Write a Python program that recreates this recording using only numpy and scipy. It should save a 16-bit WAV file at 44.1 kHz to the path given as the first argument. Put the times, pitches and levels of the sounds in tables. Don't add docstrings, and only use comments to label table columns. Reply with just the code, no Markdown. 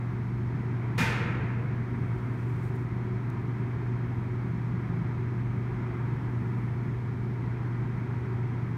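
import sys
import numpy as np
from scipy import signal
from scipy.fft import rfft, irfft, next_fast_len
from scipy.io import wavfile
from scipy.ndimage import map_coordinates

SR = 44100
rng = np.random.default_rng(int(sys.argv[2]) if len(sys.argv) > 2 else 0)


def transcribe(u):
    v = np.clip(np.atleast_2d(u).T, -1, 1)
    q = np.round(v * 32767).astype(np.int16)
    wavfile.write(sys.argv[1], SR, q)


N = 386757


def amp(db):
    return 10 ** (np.asarray(db) / 20)


def unit(x):
    return x / np.sqrt(np.mean(x ** 2) + 1e-20)


def along(points, hz):
    f, v = np.transpose(points)
    return np.interp(np.log(hz + 1), np.log(f + 1), v)


def wobble(rate_hz):
    return map_coordinates(rng.standard_normal(1024), [np.arange(N) * rate_hz / SR], mode="mirror")


def filtered(x, response):
    size = next_fast_len(len(x) + SR // 2)
    return irfft(rfft(x, size) * response(np.fft.rfftfreq(size, 1 / SR)), size)[:len(x)]


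def noise(spectrum):
    return unit(filtered(rng.standard_normal(N), lambda f: amp(along(spectrum, f))))


def resonance(hz, width_hz):
    return unit(filtered(rng.standard_normal(N), lambda f: 1 / (1 + (2 * (f - hz) / width_hz) ** 2)))


def room_noise(spectrum, spacing_hz, depth_db):
    knots = rng.standard_normal(SR)
    ripple = lambda f: amp(depth_db * map_coordinates(knots, [f / spacing_hz], order=1, mode="mirror"))
    return unit(filtered(noise(spectrum), ripple))


def add(track, start_s, sound):
    start = round(start_s * SR)
    track[start:start + len(sound)] += sound[:N - start]


# frequency in Hz, relative density in dB.
RUSH_SPECTRUM = [(300, -8.5), (560, -8), (700, -0.5), (820, -3), (950, 3), (1080, -2), (1270, -0.5),
                 (1450, -3.5), (2230, -5.5), (2450, -11.5), (2900, -21.5), (3180, -19.5), (3500, -24.5),
                 (15000, -120)]
HISS_SPECTRUM = [(2000, -19.5), (3900, 5), (4900, 0), (5200, 1), (6300, -1.5), (7400, -7), (8400, -7.5),
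                 (9700, -8), (10400, -13.5), (11400, -9.5), (12600, -10.5), (13400, -13), (15500, -15.5)]

def air(rush_db=-47.5, hiss_db=-70):
    rush = room_noise(RUSH_SPECTRUM, spacing_hz=12, depth_db=1.14)
    hiss = room_noise(HISS_SPECTRUM, spacing_hz=43, depth_db=1.6)
    return amp(rush_db + 0.68 * wobble(2.37)) * rush + amp(hiss_db) * hiss


# frequency in Hz, relative density in dB.
RUMBLE_SPECTRUM = [(20, -25.5), (33, -25), (43, -2.5), (75, -1), (100, 4), (165, 1), (240, -1.5),
                   (310, -6.5), (375, -5.5), (430, -12.5), (520, -23.5), (800, -58), (3000, -120)]
# frequency in Hz, rms level in dB.
BOOM_MODES = [(98, -47.5), (146, -44.5)]

def traffic(rumble_db=-36, swell_db=0.15):
    rumble = room_noise(RUMBLE_SPECTRUM, spacing_hz=3, depth_db=2.5)
    boom = sum(amp(db) * resonance(hz, width_hz=8) for hz, db in BOOM_MODES)
    return amp(rumble_db + swell_db * wobble(0.84)) * rumble + boom


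def far_engine(peak_s=4.84, peak_db=-36, swell_s=0.42):
    t = np.arange(N) / SR
    swell = np.exp(-((t - peak_s) / swell_s) ** 2)
    return amp(peak_db) * swell * resonance(hz=170.2, width_hz=11)


# frequency in Hz, rms level in dB.
MACHINE_TONES = [(120, -32), (352.5, -57.5), (371.4, -52)]
# frequency in Hz, rms level in dB before whine_gain_db.
MACHINE_WHINES = [(5157, -93), (12559, -103)]

def machinery(waver_db=0.6, drift_rad=0.14, whine_gain_db=3):
    t = np.arange(N) / SR
    (hum_hz, hum_db), *fan_tones = MACHINE_TONES
    hum_peak = np.sqrt(2) * amp(hum_db + waver_db * wobble(4.5))
    hum = hum_peak * np.sin(2 * np.pi * hum_hz * t + drift_rad * wobble(3))
    whine = sum(amp(db + whine_gain_db) * resonance(hz, width_hz=50) for hz, db in MACHINE_WHINES)
    fans = sum(amp(db) * resonance(hz, width_hz=5.5) for hz, db in fan_tones)
    return hum + whine + fans


# frequency in Hz, relative density in dB.
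SWELL_SPECTRUM = [(2000, -25), (5000, -2.5), (8500, 0.5), (9700, -0.5), (10400, -6), (12000, -3),
                  (15500, -6.5)]
# start in seconds, length in seconds, peak in dB.
SWELLS = [(1.849, 0.6, -77.5), (2.252, 0.57, -73.5), (2.6, 0.11, -70.5), (2.745, 0.028, -66),
          (2.765, 0.085, -74), (5.8, 1.3, -80.5)]

def treble_swells(grain_db=1.5):
    out, t = np.zeros(N), np.arange(N) / SR
    for start_s, length_s, db in SWELLS:
        swell = np.abs(np.sin(np.pi * t[t < length_s] / length_s)) ** 0.7
        hiss = amp(db + grain_db * wobble(90)) * noise(SWELL_SPECTRUM)
        add(out, start_s, swell * hiss[:len(swell)])
    return out


# start in seconds, peak level in dB.
TICKS = [(3.302, -36)]

def tick(decay_s=0.00004):
    out, t = np.zeros(N), np.arange(SR // 100) / SR
    for start_s, db in TICKS:
        add(out, start_s, amp(db) * np.exp(-t / decay_s))
    return out


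# frequency in Hz, T60 in seconds.
ROOM_T60 = [(150, 1.7), (500, 3), (1000, 2.3), (2000, 2.02), (3000, 1.24), (5000, 0.78), (8000, 0.64),
            (14000, .42)]

def room_decay(x):
    hz, t, spectra = signal.stft(x, SR, nperseg=256)
    decay = amp(-60 * t / along(ROOM_T60, hz)[:, None])
    return signal.istft(spectra * decay, SR, nperseg=256)[1][:N]


# frequency in Hz, relative density in dB.
CRACK_SPECTRUM = [(150, -9), (480, -2.5), (600, -6.5), (950, -2), (1100, -4), (1600, 1), (2400, -0.5),
                  (3000, -7), (4300, -12), (6800, -16), (7600, -20.5), (12000, -23.5), (15500, -29.5)]
# frequency in Hz, relative level in dB, T60 in seconds.
DOOR_MODES = [(475, -6.5, 3.2), (900, -2, 1.8), (1294, -4.5, 2.2), (1566, -8.5, 1), (1755, 1, .9),
              (1900, -6, .95), (1950, -6, 1.2), (2070, -2, 1), (2433, -3, 0.87), (2430, -2, 1.2),
              (2554, -4, 1), (3510, -12.5, 0.78), (5370, -18, .7), (6740, -17.5, 0.76)]
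# start in seconds, snap level in dB, door thud level in dB.
LATCH_CONTACTS = [(0.978, -29.5, -48), (1.001, -36, -23.5)]

def latch(ring_db=-11, thud_t60_s=0.25, boom_db=-9, boom_t60_s=3.5, rise_s=0.0021):
    out, t = np.zeros(N), np.arange(N) / SR
    fade = lambda t60_s: amp(-60 * t / t60_s)
    attack = 1 - np.exp(-t / rise_s)
    for start_s, snap_db, thud_db in LATCH_CONTACTS:
        crack = room_decay(room_noise(CRACK_SPECTRUM, spacing_hz=33, depth_db=2.0))
        ring = sum(amp(db) * fade(t60_s) * resonance(hz, width_hz=12) for hz, db, t60_s in DOOR_MODES)
        snap = crack + amp(ring_db) * ring
        thud = fade(thud_t60_s) * resonance(hz=185, width_hz=54)
        boom = amp(boom_db) * fade(boom_t60_s) * resonance(hz=161, width_hz=120)
        add(out, start_s, attack * (amp(snap_db) * snap + amp(thud_db) * (thud + boom)))
    return out


def scene():
    return (air() + traffic() + far_engine() + machinery() + treble_swells() + tick() + latch())[None]


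def record(dry, cutoff_hz=15750):
    return np.array([filtered(channel, lambda hz: hz < cutoff_hz) for channel in dry])


dry = scene()
out = record(dry)
transcribe(out)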